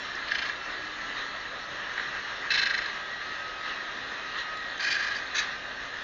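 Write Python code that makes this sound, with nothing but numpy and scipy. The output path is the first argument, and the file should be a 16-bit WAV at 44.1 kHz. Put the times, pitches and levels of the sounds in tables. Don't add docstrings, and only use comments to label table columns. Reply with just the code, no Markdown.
import sys
import numpy as np
from scipy import signal
from scipy.fft import rfft, irfft, next_fast_len
from scipy.io import wavfile
from scipy.ndimage import uniform_filter1d, map_coordinates

SR = 44100
rng = np.random.default_rng(int(sys.argv[2]) if len(sys.argv) > 2 else 0)


def elevation(decibels):
    levels = np.asarray(decibels, float)
    return 10 ** (levels / 20)


def to_wav(s):
    ch = np.atleast_2d(s).T
    pcm = np.round(np.clip(ch, -1, 1) * 32767)
    wavfile.write(sys.argv[1], SR, pcm.astype(np.int16))


N = 265923

# (high spot first leaves it t/s, bite lead before that t/s, bite level/dB, soft edge t/s)
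PASSES = [
    (.29, .0055, 14, 0.0032),
    (2.526, .005, 10, 0.0039),
    (4.812, 0.0044, 14, 0.0049),
    (5.371, 0.0069, 0, 0.0042),
]
TURN_S = [.0356, .0379, .0398, .036]
# (t/s, pressure level/dB, brightness level/dB)
FEED = [
    [(.27, -48, 11), (.32, -26, -1.5), (.39, -28.5, 1), (.46, -34, 1.5), (.5, -33, -2), (.53, -38, -8)],
    [(2.504, -28.5, 4.5), (2.59, -26, 2.5), (2.67, -27.5, 1.5), (2.71, -26.5, -3.5), (2.79, -27.5, -1.5),
     (2.83, -32, -4.5), (2.86, -31.5, -2), (2.91, -36, -12.5)],
    [(4.795, -33.5, 2), (4.85, -28, 2), (4.89, -29, 1.5), (4.93, -26, 4.5), (4.97, -28.5, -4),
     (5.01, -31, 1), (5.09, -32, -0.5), (5.13, -34.5, -4), (5.19, -31, 2)],
    [(5.347, -33.5, 2.5), (5.365, -31, 3), (5.39, -27, 3), (5.43, -43.5, 0), (5.48, -42.5, -8.5)],
]
# (middle t/s, length t/s, body rise level/dB, hiss rise level/dB, slide level/dB)
SHOVES = [(0.475, 0.089, 3, 2.5, -53), (1.19, 0.094, 4.5, 4.5, -41), (2.02, 0.093, 2.5, 1, -48),
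          (2.9, 0.14, 0, 2, -47), (3.711, 0.11, 5, 3.5, -39), (4.398, 0.07, 2, 5.5, -39),
          (5.175, 0.054, 1, 0, -54), (5.43, 0.11, 3, 5.5, -46)]


def unit(x):
    return x / np.sqrt(np.mean(np.abs(x) ** 2) + 1e-20)


def along(points, hz):
    f, v = np.transpose(points)
    return np.interp(np.log(hz + 1), np.log(f + 1), v)


def curves(rows, **outside):
    s, *cols = np.transpose(rows)
    t = np.arange(N) / SR
    return [np.interp(t, s, c, **outside) for c in cols]


def wobble(rate):
    knots = rng.standard_normal(int(N * 40 / SR))
    return map_coordinates(knots, [np.arange(N) * min(rate, 30) / SR])


def filtered(x, response):
    m = next_fast_len(N + SR // 2)
    return irfft(rfft(x, m) * response(np.fft.rfftfreq(m, 1 / SR)), m)[..., :N]


def rush(spectrum, patchy_db):
    z = signal.stft(rng.standard_normal(N + 512), nperseg=512)[2]
    field = uniform_filter1d(rng.standard_normal(z.shape), size=5, axis=0)
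    field = uniform_filter1d(field, size=12, axis=1)
    noise = signal.istft(z * elevation(patchy_db * unit(field)), nperseg=512)[1][:N]
    return unit(filtered(noise, lambda hz: elevation(along(spectrum, hz))))


def grinding(scratch_db, damping_hz, low_hz):
    total = np.zeros(N)
    for k in range(len(PASSES)):
        grains = grit(TURN_S[k], worn=.3, spiky_db=2.5, chatter_db=1.4)
        pressure, zone_db = contact(k)
        force = grains * pressure + bites(k, zone_db, gain_db=13)
        rung = filtered(force, lambda f: steel(k, f, scratch_db, damping_hz, low_hz))
        total += rung.sum(axis=0)
    return total


def grit(turn_s, worn, spiky_db, chatter_db):
    fresh, face = rng.standard_normal((2, N)) * elevation(spiky_db * rng.standard_normal((2, N)))
    one_turn = face[:round(turn_s * SR)]
    grains = np.sqrt(1 - worn) * fresh + np.sqrt(worn) * np.resize(one_turn, N)
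    grains *= elevation(chatter_db * unit(uniform_filter1d(rng.standard_normal(N), size=90)))
    return grains / np.sqrt(np.abs(uniform_filter1d(grains ** 2, size=400)))


def contact(k):
    zone_balance = [(-8, -9, -20), (-7, -3.5, -16), (-8, -10.5, -15), (-6.5, -5, -8)]
    bright_grows = [0.98, 1.2, .9]
    contact_share = [(.38, .48), (.82, .16), (.85, .55), (.85, .5)]
    drag_db = [-14, -14, -7, -8]
    t = np.arange(N) / SR
    feed_db, bright_db = curves(FEED[k])
    zone_db = feed_db + np.append(0, zone_balance[k])[:, None]
    zone_db = zone_db + np.outer(np.append(0, bright_grows), bright_db)
    first_s, last_s = FEED[k][0][0], FEED[k][-1][0]
    leaves_s, _, _, edge_s = PASSES[k]
    until_off = ((leaves_s - t) / TURN_S[k]) % 1
    lifted = until_off > np.interp(t, [first_s, last_s], contact_share[k])
    pressure = elevation(zone_db + drag_db[k] * lifted) * (t > first_s) * (t < last_s)
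    return np.abs(uniform_filter1d(pressure, max(int(edge_s * SR), 1), axis=1)), zone_db


def bites(k, zone_db, gain_db):
    bite_zone_db = [-9.5, -9, -7.5]
    # (t/s, peak level/dB)
    grazes = [
        (1.979, -14.5),
        (1.997, -18),
    ]
    first_s, lead_s, bite_db = PASSES[k][:3]
    at = np.round(np.arange(first_s - lead_s, FEED[k][-1][0], TURN_S[k]) * SR).astype(int)
    push = np.zeros((4, N))
    scatter_db = 1.5 * rng.standard_normal(16)[:len(at)]
    size_db = gain_db + bite_db + scatter_db
    push[:, at] = elevation(zone_db[:, at] + size_db + np.append(0, bite_zone_db)[:, None])
    if k == 1:
        for s, db in grazes:
            push[:, round(s * SR)] = elevation(gain_db + db + np.array([0, -20, -21, -45]))
    return push


def steel(k, f, scratch_db, damping_hz, low_hz):
    # (f/Hz, width f/Hz, level/dB)
    blade_1 = [(1673, 55, -2), (2400, 32, -7.5), (2710, 34, -12.5), (3070, 75, -9), (3500, 110, -20.5),
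               (4260, 46, -8.5), (4460, 20, -16.5), (4690, 66, -23.5), (5200, 43, -21.5), (5450, 44, -22.5),
               (6070, 46, -27), (6430, 24, -31)]
    blade_2 = [(1593, 61, -9.5), (1896, 36, -4.5), (2620, 22, -7), (2690, 69, -13.5), (3030, 28, -13.5),
               (3520, 51, -10.5), (4076, 120, -6.5), (5000, 110, -18), (5360, 250, -20), (6540, 200, -26),
               (7000, 46, -35.5)]
    blade_3 = [(1630, 26, 4.5), (1925, 41, 1), (2480, 35, -4), (2540, 50, -13.5), (3030, 140, -11.5),
               (3000, 69, -14.5), (3680, 90, -19), (3680, 91, -23), (4040, 110, -17.5), (4700, 100, -10),
               (4860, 31, -22), (5150, 120, -16.5), (6200, 87, -21), (7400, 44, -27)]
    blade_4 = [(1690, 50, 5.5), (1900, 23, -2), (2050, 15, -10.5), (2550, 22, 5), (3330, 43, -18),
               (3850, 36, 0.5), (4670, 19, -9), (5270, 44, -19.5), (5460, 26, -14.5), (5880, 37, -8),
               (6400, 130, -19)]
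    # (f/Hz, level/dB per Hz)
    scratch = [
        [(850, -42), (1450, -24), (1640, 4.5), (2250, -17.5), (2340, -10), (3240, -29), (4220, -14),
         (7080, -35), (9200, -71), (15600, -120)],
        [(850, -35.5), (1450, -23), (1640, -9), (2230, -12), (3010, -16), (3300, -20), (4140, -7),
         (4570, -22.5), (7080, -36.5), (9200, -69.5), (15600, -120)],
        [(850, -43), (1450, -16.5), (1660, 2), (2190, -14), (2370, -13.5), (3300, -18.5), (4660, -12),
         (6450, -34), (7080, -27.5), (9200, -72), (15600, -120)],
        [(850, -34), (1450, 0), (2430, -9), (3320, -13), (4030, -0.5), (4980, -23), (6200, -7), (7080, -21.5),
         (9200, -50), (15600, -120)],
    ]
    ring = 0
    for m, (centre, width, db) in enumerate([blade_1, blade_2, blade_3, blade_4][k]):
        damped = 1j * f * (width + damping_hz)
        ring = ring + (-1) ** m * elevation(db) * damped / (centre * centre - f * f + damped)
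    thin = 1 / np.sqrt(1 + (low_hz / (f + 1)) ** 12)
    parts = (ring * thin + elevation(scratch_db + along(scratch[k], f))) * zones(f)
    return parts / np.sqrt(np.mean(np.abs(parts) ** 2, axis=1, keepdims=True))


def zones(hz):
    borders = [2200, 3300, 4900]
    above = [np.clip(.5 + 4 * np.log2((hz + 1) / edge), 0, 1) for edge in borders]
    return np.sqrt(np.abs(-np.diff([np.ones_like(hz), *above, np.zeros_like(hz)], axis=0)))


def ticks():
    # (t/s, peak level/dB, f/Hz)
    clicks = [
        (0.154, -34.5, 5260),
        (2.465, -43.5, 4500),
        (4.573, -30, 3820),
        (4.779, -37, 6170),
    ]
    out, t = np.zeros(N), np.arange(SR // 50) / SR
    for s, db, hz in clicks:
        rough = 1 + 0.76 * rng.standard_normal(len(t))
        out[round(s * SR):][:len(t)] += elevation(db - 60 * t / .015) * np.sin(2 * np.pi * hz * t) * rough
    return out


def slide():
    # (f/Hz, level/dB per Hz)
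    scuff = [(2800, -63), (3400, -5.5), (3800, 5.5), (4200, -5), (4600, -13.5), (6000, -62)]
    t = np.arange(N) / SR
    stroke = sum(elevation(db) * np.exp(-(2 * (t - s) / length) ** 2) for s, length, *_, db in SHOVES)
    return stroke * elevation(3.6 * wobble(28)) * rush(scuff, patchy_db=4.5)


def mill():
    # (f/Hz, level/dB per Hz)
    body = [(470, -19.5), (800, -17.5), (914, -9.5), (977, -7), (1120, -5.5), (1220, -0.5), (1290, -4),
            (1520, -4.5), (1640, 0.5), (1850, 2.5), (1980, -2.5), (2190, -11), (2500, -10), (3250, -50.5),
            (5500, -120)]
    hiss = [(1240, -33), (2100, 0.5), (2190, -13), (2460, -16.5), (2640, 0), (2810, -0.5), (3030, -2),
            (3490, -1.5), (4050, 0.5), (4500, -7.5), (4910, -14), (5380, -11), (5840, -15), (6430, -13.5),
            (7080, -23.5), (9200, -57), (15600, -120)]
    rumble = [(12, -51), (20, -5.5), (48, -0.5), (82, -10.5), (129, -3), (165, -11.5), (201, -2.5),
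              (241, -7), (270, -6), (345, -4), (381, 0.5), (413, -2.5), (573, 1), (822, 0), (1000, -15.5),
              (1300, -22), (2200, -120)]
    # (f/Hz, level/dB)
    motor_tones = [
        (53.8, -72),
        (269.2, -63.5),
        (309, -63.5),
        (579, -64.5),
    ]
    # (t/s, level/dB)
    load = [(0, 1), (.3, 1.5), (.9, .5), (1.5, -.5), (2.5, 2), (2.85, 2), (3.05, -1.5), (4.4, 0.5),
            (4.8, -1), (5.05, 3), (5.5, -0.5), (5.75, -1.5), (6.03, -0.5)]
    load_db, = curves(load)
    t = np.arange(N) / SR
    body_db, hiss_db = -37.5 + load_db, -43.5 + 0.65 * load_db
    for s, length, body_rise_db, hiss_rise_db, _ in SHOVES:
        swell = np.exp(-(2 * (t - s) / length) ** 2)
        body_db = body_db + body_rise_db * swell
        hiss_db = hiss_db + hiss_rise_db * swell
    shake = wobble(22)
    roar = elevation(body_db + shake) * rush(body, patchy_db=0.72)
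    roar += elevation(hiss_db + 0.52 * shake) * rush(hiss, patchy_db=1.75)
    roar += elevation(-47.5) * rush(rumble, patchy_db=0.75)
    for hz, db in motor_tones:
        level = elevation(db + 2.0 + 4.1 * wobble(3.4))
        roar += level * np.sin(2 * np.pi * hz * t + 1.6 * wobble(7.6))
    return roar


def far_saw():
    # (t/s, f/Hz)
    tooth_rate = [(0, 344), (.2, 341), (.7, 336), (1.4, 327.5), (1.7, 325), (2.1, 323.5), (3, 319.5),
                  (3.5, 317.4), (4.2, 316.5), (5, 315), (5.6, 311.5), (6.03, 311)]
    # (multiple of the tooth rate, level/dB)
    overtones = [(4, -10), (5, -7), (6, -7), (7, -24.5), (8, -13.5), (9, -14.5), (10, -16.5), (11, -14.5),
                 (12, -13.5), (13, -21), (14, -26), (15, -32), (16, -24.5), (17, -27), (18, -26.5),
                 (19, -28.5), (20, -28), (21, -36)]
    # centres [f/Hz], widths [f/Hz], rises [level/dB]
    standing_hz = [1264, 1268.6, 1272, 1277, 1895, 1913, 2701, 3441, 3737, 4090, 4134, 4365, 5490, 5520]
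    standing_width = [3, 1.5, 3.5, 4, 4, 13, 16, 10, 4, 40, 10, 30, 44, 16]
    standing_db = [12, 7, 14, 6.5, 10, 9, 7, 9.5, 0.5, 10.5, -1, 9, 11.5, 10]
    hz = curves(tooth_rate)[0]
    turn = 2 * np.pi * np.cumsum(hz) / SR
    grid = np.arange(SR // 5)
    lift_db = sum(db * np.exp(-(2 * (grid - c) / w) ** 2)
                  for c, w, db in zip(standing_hz, standing_width, standing_db))
    whine = np.zeros(N)
    for k, db in overtones:
        level_db = -44 + db + np.interp(k * hz, grid, lift_db) + 4 * wobble(14)
        whine += elevation(level_db) * np.sqrt(2) * np.sin(k * turn + (.5 + .09 * k) * wobble(24))
    return whine


def hall(x):
    # (f/Hz, t/s)
    decay = [
        (300, 0.87),
        (2000, 0.24),
        (7000, 0.15),
    ]
    hz, t, z = signal.stft(rng.standard_normal(SR // 2), SR, nperseg=256)
    tail = signal.istft(z * elevation(-60 * t / along(decay, hz)[:, None]), SR, nperseg=256)[1]
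    delayed = np.pad(x, (300, 0))
    return signal.fftconvolve(delayed, tail / np.linalg.norm(tail))[:N]


def scene():
    rasp = grinding(scratch_db=-5, damping_hz=38, low_hz=1480) + ticks()
    return (rasp + elevation(-12.0) * hall(rasp) + mill() + far_saw() + slide())[None]


def low_pass(x):
    return signal.sosfilt(signal.butter(12, 15480, fs=SR, output="sos"), x)


def record(dry):
    rate_hz = 16000
    band_edge = [(7200, -1), (7330, -10), (7400, -38.5), (7600, -42), (7680, -66.5)]  # (Hz, dB)
    image_band = [(8300, -23.5), (8700, -19.0), (8900, -23.0), (9100, -39.0), (9500, -75.5)]  # (Hz, dB)
    dry = dry / (1 + np.abs(dry / .24) ** 4) ** (1 / 4)
    kept = filtered(dry, lambda hz: elevation(along(band_edge, hz)))
    mirror = kept * np.cos(2 * np.pi * rate_hz * np.arange(N) / SR)
    image = filtered(mirror, lambda hz: elevation(along(image_band, hz)) * (hz > rate_hz / 2))
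    hiss = elevation(-89.5) * rng.standard_normal(dry.shape)
    return low_pass(kept + image + hiss)


dry = scene()
out = record(dry)
to_wav(out)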